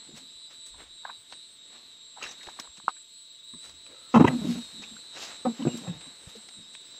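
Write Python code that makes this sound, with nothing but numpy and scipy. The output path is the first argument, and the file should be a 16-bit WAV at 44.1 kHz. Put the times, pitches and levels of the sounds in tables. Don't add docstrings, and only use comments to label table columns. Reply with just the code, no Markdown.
import sys
import numpy as np
from scipy import signal
from scipy.fft import rfft, irfft, next_fast_len
from scipy.io import wavfile
from scipy.ndimage import uniform_filter1d

SR = 44100
rng = np.random.default_rng(int(sys.argv[2]) if len(sys.argv) > 2 else 0)


def output_pcm(signal):
    pcm = np.clip(np.atleast_2d(signal).T, -1, 1) * 32767
    wavfile.write(sys.argv[1], SR, np.round(pcm).astype(np.int16))


def how_loud(loudness_db):
    steps = np.asarray(loudness_db, float) / 20
    return 10 ** steps


N = 308259

# (peak [s], length
# [s], scrape [dB], leaf rustle or breath [dB], fine top over the rustle [dB])
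FOOTSTEPS = [(0.02, 0.59, -64, -80, -9), (0.174, 0.056, -55.5, -49.5, -15.5), (0.53, 0.23, -73, -78, -2),
             (0.805, 0.11, -53, -67, -10), (1.07, 0.15, -64, -88, -20), (1.322, 0.077, -59, -59, -23),
             (1.751, 0.24, -58.5, -69, -24), (2.24, 0.1, -42.5, -48.5, -17.5),
             (2.446, 0.35, -58, -61.5, -11.5), (2.598, 0.084, -57, -63, -9),
             (3.653, 0.13, -57, -56.5, -13.5), (3.909, 0.31, -62, -74.5, -20),
             (4.152, 0.079, -53, -47, -49), (4.324, 0.57, -57.5, -60, -4.5),
             (4.505, 0.25, -52, -48.5, -12.5), (4.866, 1, -62, -64.5, -11),
             (5.17, 0.069, -44.5, -50.5, -25.5), (5.228, 0.14, -47, -41, -19.5),
             (5.307, 0.116, -51, -72.5, -14), (5.588, 0.62, -56.5, -58.5, -15),
             (5.767, 0.23, -59, -57, -10.5), (6.025, 0.23, -61, -88, -15), (6.294, 1, -62, -66.5, -9.5),
             (6.295, 0.034, -88, -57.5, -9.5), (6.36, 0.033, -83, -60, -14), (6.742, 0.026, -67, -61, -22),
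             (6.943, 0.55, -65, -66.5, -19)]


def evened(x):
    return x / np.sqrt(np.mean(x ** 2) + 1e-20)


def steadied(x):
    return evened(x / np.sqrt(uniform_filter1d(x ** 2, size=700) + 0.024 * np.mean(x ** 2)))


def curves(rows, t):
    s, *columns = np.transpose(rows)
    return [np.interp(t, s, c) for c in columns]


def add(mix, s, sound):
    part = mix[round(s * SR):][:len(sound)]
    part += sound[:len(part)]


def resonate(x, modes):
    out = 0
    for hz, width, db in modes:
        r = np.exp(-np.pi * width / SR)
        pole = [1, -r * np.exp(2j * np.pi * hz / SR)]
        ring = signal.lfilter([(1 - r) ** 2], np.convolve(pole, pole), x).real
        out = out + how_loud(db) * 2 * ring
    return out


def tilted(modes, slope_db):
    return [(hz, width, db + slope_db * np.log2(hz / modes[0][0])) for hz, width, db in modes]


def coloured(x, shape):
    hz, db = np.transpose(shape)
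    size = next_fast_len(len(x), real=True)
    f = np.fft.rfftfreq(size, 1 / SR)
    gain = how_loud(np.interp(np.log(f + 1), np.log(hz), db, -80))
    return evened(irfft(rfft(x, size) * gain, size)[:len(x)])


def wander(hz, count=N):
    steps = rng.standard_normal(int(count * hz / SR) + 2)
    return np.interp(np.arange(count) * hz / SR, np.arange(len(steps)), steps)


def grains(per_s, spread_db):
    draw = rng.random((N, 2))
    struck = draw[:, 0] < per_s / SR
    return rng.standard_normal(N) * struck * how_loud(-spread_db * np.log(draw[:, 1] + 0.016))


def pig():
    # (start [s], length [s], chest [dB], fold pulse rate [1/s], throat over chest [dB])
    bouts = [
        [(4.139, 0.034, -17, 260, -1.5), (4.152, 0.032, -14.5, 190, -1.5), (4.165, 0.033, -12, 235, -8.5),
         (4.194, 0.016, -14.5, 210, -7), (4.202, 0.029, -9.5, 235, -9), (4.218, 0.026, -21, 280, -7),
         (4.241, 0.022, -12, 230, -6)],
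        [(4.259, 0.026, -28, 150, -2.5), (4.273, 0.018, -20.5, 98, 2)],
        [(4.288, 0.047, -29.5, 130, -3.5), (4.32, 0.054, -26, 240, -14), (4.345, 0.037, -27, 260, -38),
         (4.376, 0.037, -32.5, 230, -16), (4.408, 0.051, -32.5, 210, -12.5), (4.438, 0.024, -30, 300, -8.5),
         (4.457, 0.029, -30.5, 200, -13), (4.478, 0.082, -25, 240, -23), (4.546, 0.022, -37, 200, -5.5),
         (4.562, 0.066, -33.5, 240, -18)],
        [(5.449, 0.042, -30.5, 250, 4.5), (5.465, 0.059, -25, 236, -21)],
        [(5.59, 0.031, -30, 250, -12.5), (5.612, 0.033, -30.5, 240, -16), (5.685, 0.051, -40, 120, -8),
         (5.73, 0.033, -34, 120, -19), (5.76, 0.048, -41, 235, -28), (5.806, 0.02, -39, 260, -10),
         (5.826, 0.072, -49, 210, 2.5)],
        [(5.651, 0.01, -33, 100, -2), (5.661, 0.013, -34, 125, -4), (5.669, 0.03, -31, 240, -3)],
        [(5.872, 0.025, -33, 170, -8), (5.889, 0.038, -31.5, 170, -16.5), (5.92, 0.084, -47.5, 150, -6)],
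    ]
    # (rise [s], fade by the end [dB], snout hiss over throat [dB],
    # chest tilt [dB/octave], throat tilt [dB/octave])
    manners = [(0.0086, -28.5, -14.5, 4.5, -2), (0.021, 0.5, -1.5, 2.5, -2), (0.018, -18, -20.5, 2, -7),
               (0.0075, -14, -30, 15, -7), (0.0187, -6, -12, 5.5, -8.5), (0.0023, -8.5, -25, -4, -25),
               (0.0107, -14, -7, -13, -6)]
    roughness = [.32, .7, .14, .07, .13, .12, .18]
    dampings = [1.91, 1.2, 1.26, 1.6, 1.4, 5.8, 1.32]
    out = np.zeros(N)
    for rows, *style in zip(bouts, manners, roughness, dampings):
        for row in rows:
            add(out, *grunt(row, *style))
    pen_db, pen_t60 = -16.5, 0.22
    t = np.arange(SR // 3) / SR
    tail = rng.standard_normal(len(t)) * how_loud(-60 * t / pen_t60) * (t > .006)
    out = out + how_loud(pen_db) * signal.fftconvolve(out, tail / np.linalg.norm(tail))[:N]
    return signal.sosfilt(signal.butter(3, 95, "high", fs=SR, output="sos"), out)


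def grunt(row, manner, rough, damping):
    # (frequency [Hz], width [Hz], level [dB])
    chest_modes = [(171.2, 13, 2.5), (244, 35, 3.5), (313.2, 20, 0.5), (127, 33, -5), (354.5, 70, -9)]
    throat_modes = [(467, 320, -4.5), (760, 65, -2.5), (904, 130, 0), (1050, 140, -1.5), (1235, 162, -4.5)]
    snout_modes = [(1665, 230, 4), (1980, 210, 5), (2665, 315, 5), (3014, 290, 0), (5270, 3700, -17.5)]
    start, length, chest_db, hz, throat_db = row
    rise, fade_db, snort_db, chest_tilt, throat_tilt = manner
    t = np.arange(-.06, .12, 1 / SR)

    turns = np.cumsum(hz * (1 + .25 * rough * wander(60, count=len(t)))) / SR
    turns = turns - np.interp(.3 * rise, t, turns)
    pulses = np.diff(np.floor(turns), prepend=0)
    pulses = evened(pulses * how_loud(16.0 * rough * wander(147.4, count=len(t))))
    puffs = evened((0.84 + np.exp(-(turns % 1) / 0.11)) * rng.standard_normal(len(t)))

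    chest_modes = [(f, width * damping, db) for f, width, db in chest_modes]
    chest_drive = (1 - rough) * pulses + rough * puffs
    throat_drive = (1 - rough) * pulses + (1.4 * rough + .1) * puffs
    chest = steadied(resonate(chest_drive, tilted(chest_modes, chest_tilt)))
    throat = steadied(resonate(throat_drive, tilted(throat_modes, throat_tilt)))
    snort = evened(resonate(puffs + 0.078 * pulses, snout_modes))

    mouth_db = -6 * np.clip(t / length, 0, 1)
    voice = chest + how_loud(throat_db + mouth_db) * (throat + how_loud(snort_db) * snort)
    fading = np.clip((t - rise) / max(length - rise, .004), 0, 1)
    edges = np.clip(np.minimum(t / rise, (length - t) / .006), 0, 1)
    level = how_loud(chest_db + fade_db * fading ** 1.57) * np.sin(edges * np.pi / 2)
    return start + t[0], level * voice


def slaps():
    # (time [s], peak [dB], pitch [Hz],
    # width [s])
    single_slaps = [(4.148, -16, 930, 0.002), (4.178, -15.5, 1010, 0.0014), (4.2093, -8.5, 303, .004),
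                    (4.2505, -13.5, 954, 0.003), (4.2839, -25, 1956, 0.0034), (5.4578, -25, 537, 0.0047),
                    (5.4685, -28.5, 760, 0.0057), (4.185, -19.5, 170, .007), (4.211, -15, 166, 0.0097),
                    (4.293, -24.5, 158, 0.0085), (5.871, -40.5, 745, .004), (5.672, -28, 145, .012),
                    (4.2, -27, 105, .015), (6.378, -50, 217, .015), (6.7515, -40, 2200, .0004),
                    (5.623, -42, 990, 0.0047), (1.3242, -37, 2520, 0.00026), (1.335, -35, 2500, 0.00016),
                    (2.4877, -32, 1150, 0.00052), (2.5995, -33.5, 5270, 0.002), (2.8, -45, 1300, 0.00042),
                    (1.0535, -29, 870, 0.0011), (1.053, -32, 1594, 0.0019), (1.099, -38, 1000, 0.0018),
                    (1.1, -44, 1500, .003),
                    (5.6545, -21, 300, .0026), (5.6635, -21.5, 330, .0028), (5.6722, -14.5, 280, .002),
                   (5.6802, -17.5, 250, .0026)]
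    out, lag = np.zeros(N), np.arange(-1200, 2000) / SR
    for s, db, hz, width in single_slaps:
        shape = np.exp(-(lag / np.where(lag < 0, width, 1.5 * width)) ** 2)
        add(out, s + lag[0], how_loud(db) * np.cos(2 * np.pi * hz * lag) * shape)
    return out


def near_insect():
    # (time [s], main line [dB], its octave [dB], line above main [dB], line above octave [dB])
    levels = [(0.0, -55.5, -60.5, -56, -65), (0.49, -49.5, -59.5, -64, -63), (0.66, -54, -54, -67, -58),
              (0.72, -59, -63.5, -61, -61.5), (1.15, -50, -64.5, -70, -64.5), (1.26, -61, -62, -67, -61),
              (1.34, -50, -60, -57, -59), (1.54, -60, -61, -63, -67), (1.95, -56.5, -65.5, -62.5, -75),
              (2.12, -57, -59.5, -66, -75), (2.28, -55, -60.5, -61, -68), (3.17, -59, -55, -60.5, -68),
              (3.39, -56.5, -69, -62, -71), (3.6, -48, -56, -62, -57.5), (3.72, -58, -58, -63.5, -71),
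              (4.77, -52.5, -58, -57.5, -62), (6.77, -56.5, -59, -65.5, -59.5),
              (6.99, -56, -64.5, -75, -76)]
    # (time [s], click rate [1/s], unevenness [share])
    rate = [(0, 281.7, .0004), (1.2, 281.9, .0004), (2.5, 282.2, .0004), (4, 282.5, .0004),
            (5.6, 282.1, .0004), (6.66, 282.1, .0006), (6.74, 283.9, .0035), (7, 284.8, .0035)]
    pauses = [.13, .5, .875, 1.254, 1.6, 1.97, 2.34, 2.7, 3.05, 3.41, 3.741, 4.13, 4.47, 4.85, 5.2, 5.58,
              5.933, 6.292, 6.65]
    orders = [13, 14, 14.5, 15, 15.5, 16, 17, 27, 28, 28.5, 29, 29.5, 30, 30.5, 31, 42, 43, 44, 55]
    lines = [-13, 0, -23, -8, -22, -19, -25, -15, 0, -17, -7, -19, -19, -24, -25, -29, -35, -38, -28]
    return insect(levels, rate, pauses, orders, lines, own=(14, 28, 15, 29),
                  fade_db=2.4, pause_db=-9, rasp_db=17)


def other_insect():
    # (time [s], main line [dB], its octave [dB])
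    levels = [(0.0, -55, -60), (0.39, -58.5, -62), (1.95, -55, -66.5), (2.12, -61, -58), (2.28, -49, -65),
              (3.11, -63.5, -58), (3.39, -52.5, -66), (3.62, -56.5, -63), (3.83, -58.5, -65),
              (4.42, -52.5, -64), (4.88, -49.5, -60.5), (4.98, -66, -52.5), (5.04, -59, -67),
              (5.2, -49.5, -60.5), (5.65, -57, -58), (5.68, -51.5, -52.5), (6.19, -56, -63.5),
              (6.99, -55, -58.5)]
    # (time [s], click rate [1/s], unevenness [share])
    rate = [(0, 290.7, .0006), (1.4, 291.2, .0006), (2.8, 291.6, .001), (3.1, 294, .0028),
            (3.7, 295.3, .0028), (4.1, 293.5, .0028), (4.55, 290.6, .002), (4.7, 290.2, .0006),
            (7, 290.4, .0006)]
    pauses = [.18, .53, .868, 1.21, 1.545, 1.88, 2.24, 2.6, 4.73, 5.05, 5.44, 5.817, 6.185, 6.49, 6.859]
    orders = [12, 13, 14, 25, 26, 27, 39, 40, 51, 52, 53]
    lines = [-14, 0, -13, -13, 0, -11, -27, -33, -23, -22, -27]
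    return insect(levels, rate, pauses, orders, lines, own=(13, 26),
                  fade_db=3.5, pause_db=-8, rasp_db=22)


def insect(levels, rate, pauses, orders, lines, own, fade_db, pause_db, rasp_db):
    # (time [s], throb rate [1/s])
    throb_rate = [(2.8, 25), (3.3, 23), (3.7, 18), (4.6, 16), (6.6, 18), (7, 18)]
    t = np.arange(N) / SR
    level = dict(zip(own, curves(levels, t)))
    low_db, high_db = level[own[0]], level[own[1]]
    hz, blur = curves(rate, t)

    nearest = abs(t[::64, None] - np.array(pauses)).min(axis=1).repeat(64)[:N]
    pause = np.exp(-(nearest / .028) ** 2)
    sag = .0025 * pause
    turns = np.cumsum(hz * (1 - sag + blur * 1.3 * wander(220))) / SR
    rasp = np.maximum(np.exp(-(nearest / .055) ** 2), np.clip(blur / .003, 0, 1) ** 2)
    throb_turns = np.cumsum(curves(throb_rate, t)[0]) / SR
    throb = 1 + np.clip(blur / .0028 - .5, 0, .42) * np.sin(2 * np.pi * throb_turns)

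    out = np.zeros(N)
    for k, db in zip(orders, lines):
        fade = fade_db * wander(9) * (k not in own)
        beat = (.95 + (.36 if k < 20 else .48) * wander(22)) * throb
        shape_db = rasp_db * (rasp - 1) if k > 50 else pause_db * pause
        group_db = low_db if k < 20 else high_db if k < 35 else high_db.mean()
        base_db = level.get(k, group_db + db)
        smear = .2 * k ** 2 / (1 + 0.2 * (k > 20))
        line = np.sin(2 * np.pi * (k * turns + smear))
        out += np.sqrt(2) * beat * how_loud(base_db + fade + shape_db) * line
    return out


def strides():
    rise, fade_db = 0.56, -24.5
    peak, length = np.transpose(FOOTSTEPS)[:2]
    late = (np.arange(0, N + 64, 64)[:, None] / SR - peak) / length
    return how_loud(fade_db * np.maximum(late, -late / rise))


def stepped(bed_db, step_db):
    level = how_loud(bed_db) + strides() @ how_loud(step_db)
    return np.interp(np.arange(N) / 64, np.arange(len(level)), level)


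def feet():
    # (frequency [Hz], level [dB])
    thud_shape = [(40, -17.5), (80, -3), (160, -2.5), (240, 4), (330, 1.5), (500, -1), (900, -55)]
    # (frequency [Hz], level [dB])
    scrape_shape = [(250, -15), (500, -6.5), (1000, -7), (2000, -8), (3000, -9.5), (4500, -21.5),
                    (8000, -52)]
    drag = stepped(-82, np.transpose(FOOTSTEPS)[2])
    thud_level = how_loud(-67.0) * (drag / how_loud(-60.5)) ** 0.66
    thud = thud_level * coloured(grains(590, 1.3), thud_shape)
    return thud + drag * coloured(grains(3000, 0.95), scrape_shape)


def leaves():
    # (frequency [Hz], level [dB])
    rustle_shape = [(1500, -25.5), (2700, -1.5), (4000, 1), (5300, -1.5), (6700, -3.5), (7600, -7.5),
                    (10000, -42.5)]
    # (frequency [Hz], level [dB])
    crisp_shape = [(7000, -9), (9000, 0.5), (11000, -1.5), (13000, -5), (15600, -17)]
    litter_db = -68
    rustle_db, crisp_db = np.transpose(FOOTSTEPS)[3:]
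    crush = grains(9000, 2.4)
    fine = stepped(litter_db - 24.0, rustle_db + crisp_db)
    rustle = stepped(litter_db, rustle_db) * coloured(crush, rustle_shape)
    return rustle + fine * coloured(crush, crisp_shape)


def snaps():
    # (time [s], peak [dB], pitch [Hz], t60 [s])
    sticks = [(0.741, -47.5, 960, 0.23), (1.05, -33.5, 1100, 0.12), (1.034, -54, 1000, .1),
              (1.063, -50, 1300, .1), (1.075, -43, 1290, 0.091), (1.081, -46, 900, 0.046),
              (1.091, -36, 960, 0.12), (1.102, -40, 1060, 0.053), (1.099, -49, 2430, .06),
              (1.128, -57, 1000, .04), (2.171, -40, 860, 0.32), (2.224, -30, 2630, 0.32),
              (2.474, -41, 446, 0.13), (2.488, -36.5, 935, 0.054), (2.59, -32.5, 1050, 0.037),
              (2.641, -49, 820, 0.12), (2.674, -44, 1080, 0.026), (2.8, -44.5, 1060, 0.029),
              (2.965, -51, 1560, 0.076), (3.644, -50, 1370, 0.12), (4.837, -36, 2600, 0.068),
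              (4.966, -42, 1450, 0.051), (3.537, -49, 1140, 0.11), (5.62, -46, 965, 0.079),
              (5.625, -36, 3030, 0.048), (5.674, -40, 2480, .08), (2.164, -48, 900, 0.097),
              (2.183, -52, 950, 0.11), (2.211, -39.5, 1300, 0.14), (2.228, -35, 6480, 0.17),
              (2.237, -36, 2700, .08), (2.25, -39, 5500, .15), (2.262, -34.5, 1810, 0.13),
              (2.288, -41, 6000, 0.16), (2.308, -38, 5870, 0.11), (2.32, -47, 6450, .08),
              (2.41, -43.5, 1880, .1), (2.652, -47, 900, 0.042), (5.652, -39, 1400, .08),
              (5.734, -50, 2800, .08), (5.785, -46, 1140, .06), (5.869, -42, 756, 0.099),
              (6.274, -49.5, 463, 0.098)]
    out, t = np.zeros(N), np.arange(4096) / SR
    for s, db, hz, t60 in sticks:
        blow = (how_loud(-200 * t / t60) + 0.26 * how_loud(-60 * t / t60)) * np.minimum(t / 0.0027, 1)
        blow = blow * rng.standard_normal(len(t))
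        blow = blow + 3.5 * (t60 < .07) * (np.arange(len(t)) == 66)
        ring = resonate(blow, [(hz, 450, 0), (1.47 * hz, 500, -4 - hz / 250)])
        band = signal.butter(2, [.62 * hz, 2.3 * hz], "band", fs=SR, output="sos")
        ring = signal.sosfilt(band, ring)
        add(out, s - .0015, how_loud(db) * ring / abs(ring).max())
    return out


def cracks():
    # (time [s], peak [dB], tilt above 4 kHz [dB/octave], t60 [s])
    ticks = [(0.165, -50, 8, 0.042), (0.5023, -45, -8, 0.22), (0.6594, -44, 6, 0.18),
             (1.325, -34, -15, 0.029), (1.336, -43, -12, 0.02), (2.2277, -31.5, -4, 0.03),
             (2.266, -37, -1, 0.083), (2.3107, -37, 0, 0.14), (2.431, -39, 0.5, 0.045),
             (2.47, -36.5, -12, 0.032), (2.495, -41.5, -1, 0.033), (2.594, -40, 4, .06),
             (2.5987, -26, 1.5, 0.035), (2.7707, -42.5, -2.5, 0.09), (2.8817, -37, -19.5, 0.085),
             (3.697, -41, -5, 0.022), (3.866, -40, -18, 0.013), (4.82, -36.5, -5, 0.14),
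             (5.7728, -33.5, 6, 0.055), (6.008, -42, -25.5, 0.076), (6.4884, -38.5, -7, 0.028),
             (6.752, -34, -16, 0.024)]
    out, t = np.zeros(N), np.arange(4096) / SR
    for s, db, tilt_db, t60 in ticks:
        shape = [(200, 0.5), (1000, 2.4), (4000, 5.0), (7000, tilt_db + 2.5),
                 (9000, 2 * tilt_db - 13.5), (16000, 2 * tilt_db - 21)]
        crack = coloured(rng.standard_normal(len(t)), shape)
        bite = 1 + 1.5 * (t60 < .028) * np.exp(-t / .0015)
        attack = np.minimum(t / (.0003 + .04 * t60), 1)
        crack = crack * how_loud(-60 * t / t60) * bite * attack
        add(out, s - .0015, how_loud(db) * crack / abs(crack).max())
    return out


def hollow_knock():
    # (peak [dB], pitch [Hz], width [s])
    knock_tone = (-8, 1130, 0.00087)
    # (delay [s], level [dB])
    echoes = [(.0055, -25), (.0095, -22), (0.012, -21), (0.016, -28), (.02, -34), (.024, -35.5)]
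    out = np.zeros(N)
    db, hz, width = knock_tone
    lag = np.arange(4096) / SR - .003
    knock = how_loud(db) * np.cos(2 * np.pi * hz * lag) * np.exp(-(lag / width) ** 2)
    body = np.cos(2 * np.pi * 350 * lag) * np.exp(-(lag / 0.0013) ** 2)
    knock = knock + 0.053 * how_loud(db) * body
    start = 2.8821 - .003
    add(out, start, knock)
    for late, echo_db in echoes:
        add(out, start + late, how_loud(echo_db) * knock)
    return out


def bumps():
    # (time [s], level [dB], pitch [Hz], t60 [s])
    puffs = [(0.06, -53, 190, 0.22), (0.083, -46, 343, 0.093), (0.107, -44.5, 370, 0.078),
             (.125, -44, 209, 0.18), (.17, -54.5, 241, 0.38), (.35, -58.5, 48.3, 0.083),
             (0.691, -54, 40.4, 0.76), (1.175, -61, 110, 0.15), (2.24, -57, 48, 0.12),
             (2.681, -60, 64.6, 0.13), (2.781, -48.5, 240, 0.055), (2.835, -53.5, 240, 0.079),
             (2.469, -44, 64.5, 0.047), (2.594, -41, 290, 0.06), (3.533, -42.5, 211, 0.13),
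             (3.63, -59.5, 72, 0.79), (3.851, -56, 547, 0.59), (3.867, -61, 1305, 1.8),
             (4.721, -45, 226, 0.6), (4.91, -43.5, 232, 0.16), (5.901, -51, 71, 0.39),
             (5.683, -42, 2850, 0.17), (5.7, -54, 2800, 0.18), (6.061, -44.5, 227, 0.13),
             (6.271, -40.5, 120, 0.044), (4.299, -49.5, 86, 1.06), (6.35, -44.5, 448, 0.087),
             (6.551, -53, 205, 0.5)]
    out, t = np.zeros(N), np.arange(SR // 2) / SR
    for s, db, hz, t60 in puffs:
        noise = rng.standard_normal(len(t) + 2000)
        hum = steadied(resonate(noise, [(hz, min(30 + .4 * hz, 100), 0)]))[2000:]
        swell = np.minimum(t / (.12 * t60), 1) * how_loud(3 * wander(50, count=len(t)))
        add(out, s, how_loud(db - 60 * t / t60) * swell * hum)
    return out


def bird():
    # (start [s], length [s], level [dB])
    chirps = [(.065, .06, -2), (.255, .07, 1.5), (.445, .07, 2), (6.58, .13, -2), (6.81, .12, -2)]
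    out = np.zeros(N)
    for s, length, db in chirps:
        t = np.arange(0, length, 1 / SR)
        hz = 4500 + 9500 * t + 40 * wander(200, count=len(t))
        whistle = np.sin(2 * np.pi * np.cumsum(hz) / SR)
        add(out, s, how_loud(-63.5 + db) * np.hanning(len(t)) ** .5 * whistle)
    return out


def chorus():
    # (frequency [Hz], width [Hz], level [dB])
    hiss_bands = [(3764, 440, -61), (3440, 1030, -66), (7870, 780, -66.5), (11950, 1200, -99),
                  (15270, 600, -99)]
    noise = rng.standard_normal(N)
    bands = sum(how_loud(db) * evened(resonate(noise, [(hz, width, 0)])) for hz, width, db in hiss_bands)
    return bands * how_loud(0.57 * wander(9.4))


def open_air():
    # (frequency [Hz], level [dB])
    air_shape = [(20, -17), (60, -0.5), (150, -0.5), (300, -0.5), (800, -3), (2300, -2.5), (4500, -6),
                 (6400, -39.5), (9500, -20.5), (15600, -44)]
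    # (time [s], half length [s], level [dB])
    lull = (3.15, .25, -4)
    middle, half, lull_db = lull
    air = how_loud(-68) * coloured(rng.standard_normal(N), air_shape)
    return air * how_loud(lull_db * np.exp(-((np.arange(N) / SR - middle) / half) ** 2))


def scene():
    animal = pig() + slaps()
    drones = near_insect() + other_insect()
    ground = feet() + leaves() + snaps() + cracks() + hollow_knock()
    background = bumps() + bird() + chorus() + open_air()
    return (animal + drones + ground + background)[None]


def top_cut(x):
    return signal.sosfilt(signal.butter(12, 15720, fs=SR, output="sos"), x)


def record(dry):
    softened = 0.95 * np.tanh(dry / 0.83)
    return top_cut(softened)


dry = scene()
out = record(dry)
output_pcm(out)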